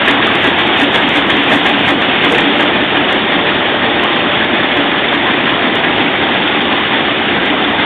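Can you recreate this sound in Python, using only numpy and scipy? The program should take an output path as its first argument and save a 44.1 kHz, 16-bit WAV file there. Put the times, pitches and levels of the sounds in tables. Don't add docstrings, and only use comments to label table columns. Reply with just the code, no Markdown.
import sys
import numpy as np
from scipy import signal
from scipy.fft import rfft, irfft
from scipy.io import wavfile
from scipy.ndimage import uniform_filter1d, minimum_filter1d

SR = 44100
rng = np.random.default_rng(int(sys.argv[2]) if len(sys.argv) > 2 else 0)


def to_wav(s):
    ch = np.atleast_2d(s).T
    pcm = np.round(np.clip(ch, -1, 1) * 32767)
    wavfile.write(sys.argv[1], SR, pcm.astype(np.int16))


N = 346185
FRAMES = N // 256 + 5

# t/s, distance from feeder/m
WALK = [(0, 1.46), (1.5, 1.26), (2.4, 1.18), (3.2, 2.64), (5, 2.87), (6.6, 3.1), (7.85, 3.7)]
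# f/Hz, density level/dB
DIN_SPECTRUM = [(20, -34.5), (45, -10), (80, -11), (100, -6.5), (125, -7.5), (160, -11), (210, -1.5),
                (245, 1.5), (285, -1.5), (340, 1.5), (480, -7.5), (790, -4.5), (1030, -9), (1410, -8),
                (2000, -6.5), (2650, -10.5), (3330, -6.5), (3700, -9), (4800, -23.5)]
# f/Hz, nearest t/s, rms level there/dB, time to fall 3 dB/s
WHINES = [(590, 4.2, -28.5, .85), (592, 2.4, -34, .5), (590, 6.3, -36, .5), (801, 6.6, -33, .9),
          (801, 3.8, -35, .8), (802, .5, -37, .6), (214, 6.9, -36, .6), (1710, 4.75, -32, .4),
          (1710, .6, -35, 1.2), (1711, 6.8, -37, 1.2), (1866, 4.4, -32, 2.1), (1866, 7.4, -35, .6),
          (1969, .7, -33, 1), (1974, 5.8, -34, 2.5)]
# first clank t/s, peak level/dB of first clank, second clank, first thud, second thud
SHEETS = [(0.08, 3, 0, -11.5, -20), (0.4437, -1, -1, -10, -18), (0.8018, -0.5, 1.5, -11.5, -14),
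          (1.1587, 0.5, 0, -11.5, -13.5), (1.517, 1.5, 0.5, -9, -13), (1.8765, -1, -2, -10.5, -24),
          (2.2386, -1, 0, -11.5, -12), (2.595, -2.5, -2, -12.5, -16), (2.949, -3.5, -3.5, -12.5, -17),
          (3.3187, -2, -3, -16.5, -22), (3.68, -6.5, -2.5, -24, -19), (4.0313, -4, -6, -32, -23),
          (4.3987, -4.5, -3, -19, -20), (4.758, -6.5, -9, -13, -24), (5.12, -6, -3, -14.5, -15),
          (5.469, -3, -7, -17.5, -16.5), (5.829, -2, -3, -25, -18), (6.2, -4, -4.5, -17.5, -20.5),
          (6.5602, -7, -5.5, -22, -20), (6.9115, -5, -5.5, -18, -19.5), (7.279, -6.5, -5, -20, -13.5),
          (7.6401, -8, -1.5, -15.5, -18)]
# t from first clank/s, level/dB
AIR_ENVELOPE = [(-.14, -0.5), (-.09, -1.5), (-.03, 1.5), (.03, 1), (.07, -25.5)]
# f/Hz, density level/dB
AIR_SPECTRUM = [(800, -5.5), (1800, 2.5), (2600, 5.5), (3400, 2.5), (5000, -7.5)]
# t/s, peak level/dB, rms re peak of the hiss around a tick/dB
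CRACKLES = [(0.0598, -34, -33), (0.0832, -19, -32), (0.1115, -19.5, -34), (0.2703, -21, -35),
            (0.354, -25, -30), (0.4433, -23, -28), (0.4733, -24, -27), (0.5886, -32, -27),
            (0.612, -32, -28), (0.6734, -30, -38), (0.7826, -39, -35), (0.8011, -22, -26),
            (0.8174, -21, -31), (0.833, -22, -42), (0.9482, -24, -32), (0.9572, -19.5, -29),
            (0.9744, -28, -31), (1.0226, -33, -33), (1.074, -39, -33), (1.0919, -22, -34),
            (1.159, -21, -29), (1.172, -18, -32), (1.1947, -35, -33), (1.3034, -20, -31),
            (1.3698, -27, -31), (1.436, -31, -30), (1.4636, -40, -36), (1.5224, -28, -31),
            (1.534, -22, -19.5), (1.5594, -22, -29), (1.6656, -21.5, -28), (1.6944, -24, -30),
            (1.7923, -36, -23), (1.8811, -24, -33), (1.8891, -23, -25), (1.9066, -21, -33),
            (2.019, -30.5, -26), (2.2353, -38, -35), (2.249, -23, -31), (2.322, -17, -28),
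            (2.3531, -22, -37), (2.3835, -19, -36), (2.4085, -24, -30), (2.6075, -26, -25),
            (2.6284, -26, -37), (2.8399, -38, -33), (2.976, -38, -24), (3.1123, -35, -31),
            (3.1273, -23, -34), (3.8944, -47, -32), (4.0375, -20, -55), (4.7727, -31, -33.5),
            (5.1352, -37, -31.5), (5.1487, -31, -32.5), (5.2694, -42, -30), (5.7548, -24, -43),
            (7.458, -30.5, -36)]
# f/Hz, density level/dB
CRACKLE_SPECTRUM = [(4300, 8.5), (4700, 9), (4900, 1), (5600, 6), (7000, 5.5), (9000, 1.5), (11000, -1),
                    (12500, -11)]
# t/s, peak level/dB
SPITS = [(3.3398, -42), (3.497, -41), (3.5488, -39), (4.1614, -37), (4.4488, -39), (5.4645, -42),
         (5.894, -44), (5.9708, -42), (6.3006, -52), (6.4048, -50), (6.4742, -46), (6.5904, -46.5),
         (6.6139, -41), (6.8543, -46), (7.0549, -50), (7.2579, -48), (7.7867, -46)]
# f/Hz, level/dB, t60/s
GRIPPER_MODES = [(772, -3.5, 0.075), (1107, -6, 0.043), (1290, -13.5, 0.15), (1380, -18, 0.053),
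                 (1640, -4, .09), (1700, -5, .09), (1785, -4, .12), (1822, -3, .12), (1955, -6, .1),
                 (2130, -4, .08), (2425, -4, 0.058), (2540, -13, 0.026), (3355, -11, 0.084),
                 (3480, -11.5, 0.049)]
# f/Hz, density level/dB
CLATTER_SPECTRUM = [(150, -26), (500, -5), (900, 0.5), (1400, -8), (1900, -4), (2600, -4.5), (3400, -6.5),
                    (4500, -6.5)]
# t/s, peak level/dB
LOUD_PEAKS = [(0.28, -11), (0.679, -8), (1.03, -4), (1.09, -15), (1.389, -13), (1.439, -20), (1.789, -6),
              (2.349, 3.5), (3.129, -5.5), (4.771, -1), (5.139, -4), (5.749, -6), (7.453, -14)]
# f/Hz, level/dB, t60/s
FRAME_MODES = [(255, -10, .12), (286, 0, .26), (345, -13, .1)]
# f/Hz, level/dB, t60/s
KNOCK_MODES = [(478, -4, 0.16), (604, -10, 0.12), (746, -4, 0.075)]

DIN_DB, DIN_DB_PER_DECADE = -12.5, -1.5
DIN_TREBLE_DB = -0.6
RATTLE_PER_S, RATTLE_DB, RATTLE_SPREAD_DB = 600, -21, 4
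STANDING_DB, STANDING_HZ = 1.2, .3
BEAT_DB, BEAT_HZ, PITCH_WAVER = 2.2, 3.0, .0009
AIR_DB, AIR_DB_PER_DECADE = -16.5, -16
HISS_BEFORE_S, HISS_AFTER_S = 0.025, .032
SPITS_PER_S, SPIT_DB, SPIT_SPREAD_DB = 58, -58, 6
SPIT_TILT_DB_PER_OCT = -45
SECOND_CLANK_S, FIRST_THUD_S, SECOND_THUD_S = .139, 0.01417, .215
THUD_RISE_S, THUD_SPREAD = .008, .012
KNOCK_S, KNOCK_DB = 2.312, -3.5
ECHO_M, ECHO_T60_S = 1.77, 0.46
MIC_HZ = 84
BAND_HZ, SKIRT_HZ, SKIRT_DB = 3743, 4400, -18
LIMIT_PEAK, LIMITER_S = .94, 0.00028
EDGE_HZ = 13000


def gain_of(db):
    return 10 ** (np.asarray(db) / 20)


def evened(x):
    return x / np.sqrt(np.mean(x ** 2) + 1e-20)


def spectrum_db(points, hz):
    f, level_db = np.transpose(points)
    return np.interp(np.log(hz + 1), np.log(f + 1), level_db)


def curve(table, t):
    times, values = np.transpose(table)
    return np.interp(t, times, values)


def distance_m(t):
    return np.maximum(curve(WALK, t), .3)


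def add(mix, start_s, sound):
    at = round(start_s * SR)
    part = mix[max(at, 0):][:len(sound) + min(at, 0)]
    part += sound[max(-at, 0):][:len(part)]


def coloured(field_db):
    real, imag = rng.standard_normal((field_db.shape[1], 513, 2)).T
    spectra = (real + 1j * imag) * gain_of(field_db)
    return signal.istft(spectra, nperseg=1024, noverlap=768)[1][:N]


def drift(hz):
    pole = np.exp(-2 * np.pi * hz * 64 / SR)
    steps = signal.lfilter([1], [1, -pole], rng.standard_normal(N // 64 + 2))
    return np.interp(np.arange(N) / 64, np.arange(len(steps)), evened(steps))


def din():
    hz = np.fft.rfftfreq(1024, 1 / SR)
    patches = rng.standard_normal((FRAMES, len(hz))).T
    patches = uniform_filter1d(patches, size=12, axis=0)
    patches = evened(uniform_filter1d(patches, size=10, axis=1))
    flutter = evened(uniform_filter1d(rng.standard_normal(FRAMES), size=4))
    treble = np.clip(np.log2((hz + 1) / 700) / 2, 0, 1)[:, None]
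    shared = np.clip(np.log2((hz + 1) / 300) / 2, 0, 1)[:, None]
    field_db = spectrum_db(DIN_SPECTRUM, hz)[:, None] + treble * DIN_TREBLE_DB
    field_db = field_db + 0.74 * patches + 0.55 * shared * flutter
    level_db = DIN_DB + DIN_DB_PER_DECADE * np.log10(distance_m(np.arange(N) / SR))
    return gain_of(level_db) * evened(coloured(field_db))


def rattle():
    size_db = RATTLE_SPREAD_DB * np.minimum(rng.exponential(1, N), 4)
    impacts = gain_of(size_db) * (rng.random(N) < RATTLE_PER_S / SR)
    part, t, out = rng.integers(0, 24, N), np.arange(1500) / SR, np.zeros(N)
    for k, hz in enumerate(np.geomspace(450, 3500, num=24)):
        ring = np.sin(2 * np.pi * hz * t) * gain_of(-60 * t / .025)
        out += signal.oaconvolve(impacts * (part == k), ring)[:N]
    return gain_of(RATTLE_DB) * evened(out)


def whines():
    t, out = np.arange(N) / SR, np.zeros(N)
    for hz, nearest_s, db, span_s in WHINES:
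        level_db = db + STANDING_DB * drift(STANDING_HZ) + BEAT_DB * drift(BEAT_HZ)
        passing = 1 / np.hypot(1, ((t - nearest_s) / span_s) ** 5)
        phase = 2 * np.pi * np.cumsum(hz * (1 + PITCH_WAVER * drift(BEAT_HZ))) / SR
        out += gain_of(level_db) * passing * np.sqrt(2) * np.sin(phase)
    return out


def air():
    hz, gate = np.fft.rfftfreq(1024, 1 / SR), np.zeros(N)
    t = np.arange(AIR_ENVELOPE[0][0], AIR_ENVELOPE[-1][0], 1 / SR)
    for s, *_ in SHEETS:
        level_db = AIR_DB + AIR_DB_PER_DECADE * np.log10(distance_m(s))
        add(gate, s + t[0], gain_of(level_db + curve(AIR_ENVELOPE, t)))
    shape_db = spectrum_db(AIR_SPECTRUM, hz) - 60 * (hz > SKIRT_HZ)
    return gate * evened(coloured(np.outer(shape_db, np.ones(FRAMES))))


def crackle():
    t, ticks, hiss_power = np.arange(-.09, .12, 1 / SR), np.zeros(N), np.zeros(N)
    around = np.exp(-(t / np.where(t < 0, HISS_BEFORE_S, HISS_AFTER_S)) ** 2)
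    for s, db, hiss_db in CRACKLES:
        add(hiss_power, s + t[0], gain_of(2 * (db + hiss_db)) * around)
        cluster = rng.choice([-1., 1.], size=60) * (rng.random(60) < .05) * .7
        add(ticks, s, gain_of(db) * np.r_[1, cluster])
    spits = gain_of(SPIT_DB + SPIT_SPREAD_DB * rng.standard_normal(N)) * (rng.random(N) < SPITS_PER_S / SR)
    for s, db in SPITS:
        add(spits, s, gain_of([db]))

    hz = np.fft.rfftfreq(512, 1 / SR)
    bright = gain_of(spectrum_db(CRACKLE_SPECTRUM, hz) - 60 * (hz < SKIRT_HZ))
    dull = bright * gain_of(SPIT_TILT_DB_PER_OCT * np.log2(np.maximum(hz / SKIRT_HZ, 1)))
    tick = np.roll(irfft(bright), 256) * np.hanning(512)
    spit = np.roll(irfft(dull), 256) * np.hanning(512)
    hiss = evened(signal.oaconvolve(rng.standard_normal(N), tick, "same"))
    out = signal.oaconvolve(ticks, tick / tick.max(), "same")
    out += np.sqrt(hiss_power) * hiss
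    return out + signal.oaconvolve(spits, spit / spit.max(), "same")


def ringing(modes, t, hz_scale=1.):
    return sum(gain_of(db - 60 * t / t60) * np.sin(2 * np.pi * hz * hz_scale * t) for hz, db, t60 in modes)


def strike(modes, contact_s, clatter_db, clatter_t60_s=0.2, tilt_db_per_oct=0.):
    t = np.arange(round(.3 * SR)) / SR
    hz = np.fft.rfftfreq(len(t), 1 / SR)
    contacts = rng.standard_normal(len(t)) * t / contact_s * np.exp(-t / contact_s)
    ring = signal.fftconvolve(contacts, ringing(modes, t))[:len(t)]
    loose_db = spectrum_db(CLATTER_SPECTRUM, hz) - 60 * (hz > SKIRT_HZ)
    loose = irfft(rfft(rng.standard_normal(len(t))) * gain_of(loose_db), len(t))
    loose *= (1 - np.exp(-t / contact_s)) ** 2 * gain_of(-60 * t / clatter_t60_s)
    sound = evened(ring) + gain_of(clatter_db) * evened(loose)
    sound = irfft(rfft(sound) * gain_of(tilt_db_per_oct * np.log2((hz + 100) / 1500)), len(t))
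    return sound / abs(sound).max()


def clanks():
    out = np.zeros(N)
    for s, first_db, second_db, *_ in SHEETS:
        start_s = s - .006
        add(out, start_s, gain_of(first_db) * strike(GRIPPER_MODES, 0.0065, 0.87))
        second = strike(GRIPPER_MODES, 0.0065, 2.7, tilt_db_per_oct=1.7)
        add(out, start_s + SECOND_CLANK_S, gain_of(second_db) * second)
    return out


def hall(x, t60_s):
    echoes = np.zeros(SR // 2)
    at = np.arange(200, len(echoes) - 20, 20)
    at = at + rng.integers(0, 20, len(at))
    echoes[at] = rng.choice([-1., 1.], len(at)) * gain_of(-60 * at / SR / t60_s)
    return signal.fftconvolve(x, echoes / np.linalg.norm(echoes))[:N]


def thud(hz_scale):
    t = np.arange(round(.3 * SR)) / SR
    ring = ringing(FRAME_MODES, t, hz_scale) * (1 - np.exp(-(t / THUD_RISE_S) ** 2))
    return ring / abs(ring).max()


def thuds():
    out, scale = np.zeros(N), 1 + THUD_SPREAD * rng.standard_normal((len(SHEETS), 2))
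    for (s, *_, first_db, second_db), (first, second) in zip(SHEETS, scale):
        add(out, s + FIRST_THUD_S, gain_of(first_db) * thud(first))
        add(out, s + SECOND_THUD_S, gain_of(second_db) * thud(second))
    return out


def loud_peaks():
    out = np.zeros(N)
    for s, db in LOUD_PEAKS:
        add(out, s - .002, gain_of(db) * strike(GRIPPER_MODES, 0.00062, 8.2, clatter_t60_s=0.051))
    return out


def knock():
    out = np.zeros(N)
    add(out, KNOCK_S, gain_of(KNOCK_DB) * strike(KNOCK_MODES, .003, -12))
    return out


def scene():
    near = clanks() + loud_peaks() + knock()
    wet = 1 / (1 + (ECHO_M / distance_m(np.arange(N) / SR)) ** 2)
    blurred = np.sqrt(1 - wet) * near + np.sqrt(wet) * hall(near, ECHO_T60_S)
    return (din() + rattle() + whines() + air() + blurred + thuds())[None]


def record(dry):
    def lowpass(length, hz):
        return signal.firwin(length, hz, window=("kaiser", 9), fs=SR)

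    thin = signal.sosfilt(signal.butter(2, MIC_HZ, "high", fs=SR, output="sos"), dry)
    band, skirt = lowpass(401, BAND_HZ), lowpass(401, SKIRT_HZ)
    narrow = signal.oaconvolve(thin, (band + gain_of(SKIRT_DB) * (skirt - band))[None], "same")
    span = 2 * round(LIMITER_S * SR) + 1
    bend = np.hanning(span) / np.hanning(span).sum()
    cut = 1 - minimum_filter1d(LIMIT_PEAK / np.maximum(abs(narrow), LIMIT_PEAK), size=span, axis=1)
    cut = signal.oaconvolve(cut, bend[None], "same")
    held = narrow * (1 - cut) + crackle()
    return signal.oaconvolve(held, lowpass(511, EDGE_HZ)[None], "same")


dry = scene()
out = record(dry)
to_wav(out)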